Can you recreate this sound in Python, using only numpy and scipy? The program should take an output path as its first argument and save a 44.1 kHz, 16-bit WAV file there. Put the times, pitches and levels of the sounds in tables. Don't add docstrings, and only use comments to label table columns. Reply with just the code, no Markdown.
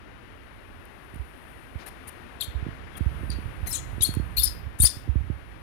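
import sys
import numpy as np
from scipy import signal
from scipy.fft import rfft, irfft, next_fast_len
from scipy.io import wavfile
from scipy.ndimage import map_coordinates

SR = 44100
rng = np.random.default_rng(int(sys.argv[2]) if len(sys.argv) > 2 else 0)


def log_audio(samples):
    frames = np.atleast_2d(samples).T
    limited = np.clip(frames, -1, 1)
    pcm = np.round(limited * 32767).astype(np.int16)
    wavfile.write(sys.argv[1], SR, pcm)


N = 247842
TIME = np.arange(N) / SR


def amp(db):
    return 10 ** (np.asarray(db) / 20)


def unit(x):
    return x / np.sqrt(np.mean(x ** 2) + 1e-20)


def along(points, hz, column=1):
    columns = np.transpose(points)
    return np.interp(np.log(hz + 1), np.log(columns[0] + 1), columns[column])


def level_over_time(rows):
    times, levels = np.transpose(rows)
    return np.interp(TIME, times, levels)


def wobble(rate, size):
    knots = rng.standard_normal(int(size * rate / SR) + 4)
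    return map_coordinates(knots, [np.arange(size) * rate / SR])


def filtered(x, response):
    padded_size = next_fast_len(N + SR // 2)
    gain = response(np.fft.rfftfreq(padded_size, 1 / SR))
    return irfft(rfft(x, padded_size) * gain, padded_size)[..., :N]


def shaped(x, points):
    return filtered(x, lambda hz: amp(along(points, hz)))


def noise(spectrum):
    return unit(shaped(rng.standard_normal(N), spectrum))


def add(track, s, x):
    part = track[round(s * SR):][:len(x)]
    part += x[:len(part)]


def arch(length, roundness=0.27):
    u = np.linspace(0, 1, max(round(length * SR), 8))
    return u, np.abs(np.sin(np.pi * u)) ** roundness


# (time [s], level [dB])
ROOM_RUSH = [(0.0, -54), (1.69, -53), (2.08, -51.5), (2.47, -51.5), (2.6, -50), (3.88, -50), (4.98, -53.5),
             (5.62, -54)]
# (time [s], level [dB])
CLOTH_RUSTLE = [(0.0, -76), (1.52, -66), (1.71, -67.5), (2.8, -71.5), (3.22, -63.5), (3.57, -66),
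                (3.88, -64.5), (4.41, -65.5), (4.54, -72), (5.62, -71.5)]
# (frequency [Hz], relative level [dB])
AIR_COLOUR = [(20, -1), (45, 3.5), (170, 2), (280, 8), (450, 2), (700, 0.5), (1800, 1), (2800, -5.5),
              (4500, -18), (7000, -28), (14000, -52), (17000, -42)]
# (frequency [Hz], relative level [dB])
FIBRE_COLOUR = [(1500, -36), (4500, -10.5), (6000, -12.5), (8200, -5.5), (9300, 8), (11500, 3.5),
                (13500, -1), (16000, -16.5)]


def bedding(soft_db=8.0, fine_db=6):
    rush_db = level_over_time(ROOM_RUSH) + soft_db + 0.4 * wobble(21, N)
    rustle_db = level_over_time(CLOTH_RUSTLE) + fine_db
    rustle_db = rustle_db + 0.6 * wobble(40, N) + 1.0 * wobble(500, N)
    return amp(rush_db) * noise(AIR_COLOUR) + amp(rustle_db) * noise(FIBRE_COLOUR)


BED_HZ = 64
# (time [s], level [dB])
WEIGHT_SHIFTS = [(0.0, -55), (0.74, -53.5), (0.85, -57.5), (2.3, -54.5), (2.64, -47), (2.91, -47),
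                 (3.19, -38.5), (3.71, -42), (4.18, -40.5), (4.68, -42), (4.79, -54.5), (5.23, -42),
                 (5.4, -48), (5.62, -52)]
# (frequency [Hz], relative level [dB])
SHAKE_COLOUR = [(15, -19), (30, -9), (45, 2), (62, 6), (108, -2), (170, -10), (280, -26.5), (450, -33.5),
                (700, -49.5), (1500, -61), (4000, -72)]
# (time [s], level before padding [dB], first pitch [Hz], 60 dB decay time [s])
LIMB_THUMPS = [(1.137, -28.5, 396, 0.11), (1.157, -26, 450, 0.11), (1.195, -14, 110, 0.1),
               (1.755, -16.5, 215, 0.082), (2.480, -20.5, 203, 0.088), (2.55, -13.5, 121, .17),
               (2.626, -7, 152, 0.038), (2.665, -13.5, 400, 0.043), (2.686, -12, 295, 0.036),
               (3.007, -10, 334, 0.11), (3.061, -5.5, 175, 0.11), (3.209, -14.5, 220, 0.034),
               (3.233, -13.5, 348, 0.036), (3.296, -14, 306, 0.098), (3.386, -18, 420, 0.052),
               (3.456, -10, 130, 0.043), (3.629, -9.5, 120, 0.07), (3.936, -14.5, 130, .04),
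               (3.981, -13, 356, .03), (4.006, -10.5, 181, 0.061), (4.09, -9, 346, 0.04),
               (4.169, -7, 352, 0.064), (4.198, -11, 384, 0.061), (4.373, -16.5, 111, 0.17),
               (4.455, -19, 90.5, 0.19), (4.799, -9, 262, 0.2), (4.834, -6.5, 226, .14),
               (4.968, -13.5, 198, 0.028), (5.077, -19.5, 450, 0.035), (5.089, -7.5, 190, 0.13),
               (5.156, -9.5, 320, 0.17), (5.207, -9, 130, 0.049), (5.3, -11.5, 376, 0.096)]
# (frequency [Hz], gain [dB])
PADDING_GAIN = [(100, 1), (200, -3), (320, 1.5), (450, -3), (700, -6), (2000, 3.5)]


def mattress(glide_s=0.0034, rise_cycles=0.74, shake_db=8.0):
    thumps = np.zeros(N)
    t = np.arange(SR // 4) / SR
    for s, db, first_hz, t60 in LIMB_THUMPS:
        pitch = BED_HZ + (first_hz - BED_HZ) * np.exp(-t / glide_s)
        rise = 1 - np.exp(-t * first_hz / rise_cycles)
        decay = amp(db - 60 * t / t60)
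        add(thumps, s, -rise * decay * np.sin(2 * np.pi * np.cumsum(pitch) / SR))
    shaking_db = level_over_time(WEIGHT_SHIFTS) + shake_db + wobble(23, N)
    return shaped(thumps, PADDING_GAIN) + amp(shaking_db) * noise(SHAKE_COLOUR)


# (time [s],
# length [s], fine level [dB], coarse level [dB])
BRUSHES_AND_PUFFS = [(.852, .0054, -51, -62), (1.143, 0.0064, -50, -60), (1.157, .007, -50.5, -55),
                     (1.786, .058, -64, -46.5), (1.861, 0.033, -41.5, -43.5), (2.072, 0.026, -38, -47),
                     (2.967, 0.0186, -39.5, -44.5), (3.660, .023, -43.5, -43), (3.726, .05, -34, -63),
                     (4.138, 0.0049, -36, -37), (4.149, .004, -33.5, -50), (4.828, .032, -48.5, -36.5)]
# (frequency [Hz], relative level [dB])
WEAVE_COLOUR = [(200, 0.5), (500, 2.5), (1000, -0.5), (2200, 0.5), (3200, -6), (5000, -5), (7000, -17.5),
                (12000, -32.5)]


def brushes():
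    fine, coarse = np.zeros((2, N))
    for s, length, fine_db, coarse_db in BRUSHES_AND_PUFFS:
        swell = arch(length)[1]
        add(fine, s, amp(fine_db) * swell)
        add(coarse, s, amp(coarse_db) * swell)
    grainy_hiss = unit(noise(FIBRE_COLOUR) * amp(2.6 * wobble(570, N)))
    return fine * grainy_hiss + coarse * noise(WEAVE_COLOUR)


def resonance(offset_hz, width_hz, skirt_db):
    return 1 / (1 + (offset_hz / width_hz) ** 2) + amp(skirt_db)


def turbulence(size, centre_hz, width_hz, skirt_db):
    offset = np.fft.fftfreq(size, 1 / SR)
    shape = resonance(offset, width_hz, skirt_db) * (np.abs(offset) < 0.7 * centre_hz)
    white = rng.standard_normal(size) + 1j * rng.standard_normal(size)
    band = np.fft.ifft(np.fft.fft(white) * shape)
    return unit(np.real(band * np.exp(2j * np.pi * centre_hz * np.arange(size) / SR)))


LONGEST = SR // 10
ATTACK_S, RELEASE_S = 0.003, 0.0017
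HOARSE_ATTACK_S, HOARSE_RELEASE_S = 0.0036, 0.012
SAG_DB = 2.6
SWELL_DB = 1


def squeak(note, jitter=0.018, flutter_db=-1.5, throat_hz=4300, shimmer_db=3.0, buzz_hz=850, buzz=0.25):
    length, start_hz, middle_hz, end_hz, low_db, high_db, mouth_hz, rasp = note
    rasp = np.clip(rasp, 0, 1)
    fray = rasp ** 2
    t = np.arange(LONGEST) / SR
    size, u = len(t), np.minimum(t / length, 1)

    attack = ATTACK_S + HOARSE_ATTACK_S * fray
    release = RELEASE_S + HOARSE_RELEASE_S * fray
    effort_db = SAG_DB * (0.5 - u) + SWELL_DB * (np.sin(np.pi * u) - 2 / np.pi)
    envelope = np.minimum(t / attack, 1) * np.clip(1 - (t - length) / release, 0, 1) * amp(effort_db)

    pitch = np.polyval(np.polyfit([0, 0.5, 1], [start_hz, middle_hz, end_hz], 2), u)
    pitch = pitch * (1 + jitter * (rasp + 0.28) * (wobble(1400, size) + wobble(305.6, size)))
    phase = 2 * np.pi * np.cumsum(pitch) / SR

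    k = np.arange(2, 9)[:, None]
    gains = resonance(k * pitch - mouth_hz, width_hz=1400, skirt_db=-44.5) * (k * pitch < SR / 2)
    overtones = np.sum(gains * np.sin(k * phase), axis=0) / np.linalg.norm(gains, axis=0)
    hiss = turbulence(size, mouth_hz, width_hz=1400, skirt_db=-20)
    upper = np.sqrt(2 * (1 - rasp)) * overtones + np.sqrt(rasp) * hiss

    trembling = np.sin(phase) * amp(shimmer_db * wobble(360, size))
    hoarse = turbulence(size, throat_hz, width_hz=280, skirt_db=-17.0)
    lower = np.sqrt(2 - fray) * trembling + fray * hoarse

    slow_phase = 2 * np.pi * np.cumsum(buzz_hz * (1 + 0.14 * wobble(150, size))) / SR
    sidebands = 1 + buzz * np.sqrt(rasp * (1 - rasp)) * 2 * np.sin(slow_phase)
    flutter = sidebands * amp(flutter_db * rasp * wobble(550, size))
    return envelope * flutter * (amp(low_db) * lower + amp(high_db) * upper)


# (time [s], length [s], start pitch [Hz], middle pitch [Hz], end pitch [Hz],
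#  fundamental level [dB], overtone level [dB], mouth resonance [Hz], rasp [0-1])
SQUEAK_NOTES = [ (2.4, .004, 3500, 3570, 3400, -41, -43, 9500, .3),
                (2.409, .007, 3900, 3800, 3720, -40, -22.5, 9830, .01),
                (2.413, 0.013, 3780, 3600, 3210, -29, -34, 9600, .3),
                (2.424, .022, 3660, 3650, 3500, -42, -33.5, 10500, .75),
                (3.301, .004, 5000, 4700, 4520, -32, -31, 9800, 0.12),
                (3.307, 0.028, 4570, 4600, 4550, -42, -54, 9900, .95),
                (3.669, .017, 2090, 2120, 2020, -47, -30, 11400, .3),
                (3.687, .042, 2040, 1850, 1780, -59, -32, 11240, 0.94),
                (3.726, .037, 4200, 3946, 3050, -39.5, -24.5, 7450, .2),
                (3.763, .03, 2970, 3300, 3380, -46.5, -36, 7700, 0.54),
                (4.006, .013, 3770, 3800, 3850, -32, -39.5, 7400, 0.5),
                (4.019, .008, 2930, 3280, 3340, -31, -18.5, 9800, 0.4),
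                (4.029, .013, 3420, 3353, 3850, -32.5, -12.5, 10400, .03),
                (4.044, .017, 4140, 4310, 4290, -26, -27.5, 9100, 0.23),
                (4.057, .016, 4280, 4320, 4250, -33.5, -31, 10200, 0.75),
                (4.366, .029, 2300, 2670, 3330, -41, -22.5, 12700, 0.6),
                (4.394, .022, 3350, 3700, 3460, -31, -25.5, 11900, 0.12),
                (4.416, .018, 4650, 4650, 4900, -32, -26, 11900, .8),
                (4.432, .013, 5200, 5220, 5200, -24.5, -13.5, 10600, 0.18),
                (4.446, .014, 5140, 4680, 4400, -30.5, -23, 9700, .35),
                (4.459, .022, 5020, 5000, 4950, -27.5, -36, 9300, .5),
                (4.786, .014, 3700, 3630, 3750, -58, -34.5, 9650, .9),
                (4.8, .020, 3740, 3620, 4030, -36.5, -24.5, 9400, .25),
                (4.818, .015, 4300, 4480, 4310, -28, -12.5, 10700, .02),
                (4.831, .013, 3440, 3100, 3260, -49.5, -15, 10500, .5),
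                (4.846, .016, 4034, 4830, 4780, -22, -11.5, 9550, .08),
                (4.86, .015, 5440, 4600, 3580, -24.5, -20, 9200, .7)]
# (time [s], length [s], start pitch [Hz], end pitch [Hz], level [dB])
THROAT_WHISTLES = [(2.408, 0.0034, 4310, 3980, -22.5), (2.953, .012, 3420, 3100, -47.5),
                   (3.668, .03, 4200, 3960, -46), (3.669, .015, 6400, 6150, -40),
                   (3.711, 0.017, 5520, 5140, -32.5), (3.718, .07, 4160, 4100, -44.5),
                   (4.008, .014, 5500, 6700, -39), (4.018, 0.011, 4480, 5450, -34),
                   (4.022, 0.011, 11600, 11900, -19.5), (4.369, 0.0063, 4380, 4230, -23.5),
                   (4.378, 0.012, 3890, 4660, -19.5), (4.386, 0.021, 4640, 5330, -33),
                   (4.389, .015, 11030, 12700, -21), (4.437, .011, 13300, 12500, -17.5),
                   (4.445, 0.039, 5305, 5010, -28.5), (4.801, 0.0074, 9440, 9650, -13.5),
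                   (4.838, 0.0069, 9610, 9800, -13), (4.854, .010, 4874, 5080, -17),
                   (4.862, .006, 5340, 5770, -17.5), (4.866, .016, 8570, 7530, -29.5)]


def monkey(waver=0.009, shimmer_db=2):
    voice = np.zeros(N)
    for s, *note in SQUEAK_NOTES:
        add(voice, s, squeak(note))
    for s, length, start_hz, end_hz, db in THROAT_WHISTLES:
        u, swell = arch(min(length, LONGEST / SR))
        glide = start_hz + (end_hz - start_hz) * u
        pitch = glide * (1 + waver * wobble(680, LONGEST)[:len(u)])
        swell = swell * amp(shimmer_db * wobble(400, LONGEST)[:len(u)])
        tone = np.sin(2 * np.pi * np.cumsum(pitch) / SR)
        add(voice, s, np.sqrt(2) * amp(db) * swell * tone)
    return voice


def nearby(x, bounce_db=-19, count=6):
    bounces = np.zeros(N)
    for k, delay_s in enumerate(rng.uniform(0.002, 0.017, count)):
        bounces += (-1) ** k * np.pad(x, (round(delay_s * SR), 0))[:N]
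    return x + amp(bounce_db) * bounces


# (frequency [Hz], 60 dB decay time [s], relative level [dB])
ROOM_DECAY = [(300, 0.35, -1), (3000, 0.57, -3), (4600, 0.31, 5), (6500, 0.39, 0.5), (10000, 0.28, -4),
              (15030, 0.51, -6.5)]


def room(x, wet_db=-13.5, wall_db=5, wall_s=0.043, wall_spread_s=0.0099):
    hz, t, grid = signal.stft(rng.standard_normal(SR // 2), SR, nperseg=256)
    t60 = along(ROOM_DECAY, hz)[:, None]
    decay = amp(along(ROOM_DECAY, hz, column=2)[:, None] - 60 * t / t60)
    wall = amp(wall_db * np.exp(-((t - wall_s) / wall_spread_s) ** 2))
    build_up = 1 - np.exp(-t / 0.0028)
    tail = signal.istft(grid * decay * wall * build_up, SR, nperseg=256)[1]
    return amp(wet_db) * signal.fftconvolve(x, tail / np.linalg.norm(tail))[:N]


# (frequency [Hz], gain [dB])
MICROPHONE_COLOUR = [(3000, 3), (5400, -2), (6000, -0.5), (6800, 1), (7600, -1), (8200, -3.5), (8900, 1.5),
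                     (13000, -1), (15500, 2), (16300, -22)]


def scene():
    bed_and_room = bedding()
    bed = mattress()
    near = nearby(monkey()) + brushes()
    air = shaped(near + room(near), MICROPHONE_COLOUR) + bed_and_room
    muffled = shaped(air, [(300, -42), (1000, -46.5), (4500, -48.0), (10000, -64)])
    knock = shaped(bed, [(60, -45), (150, -32), (400, -21)])
    faint_hiss = amp(-79.0) * rng.standard_normal(N)
    return np.array([air + knock, bed + muffled + faint_hiss])


TOP_HZ = 16300


def record(dry):
    return filtered(np.clip(dry, -1, 1), lambda hz: hz < TOP_HZ)


dry = scene()
out = record(dry)
log_audio(out)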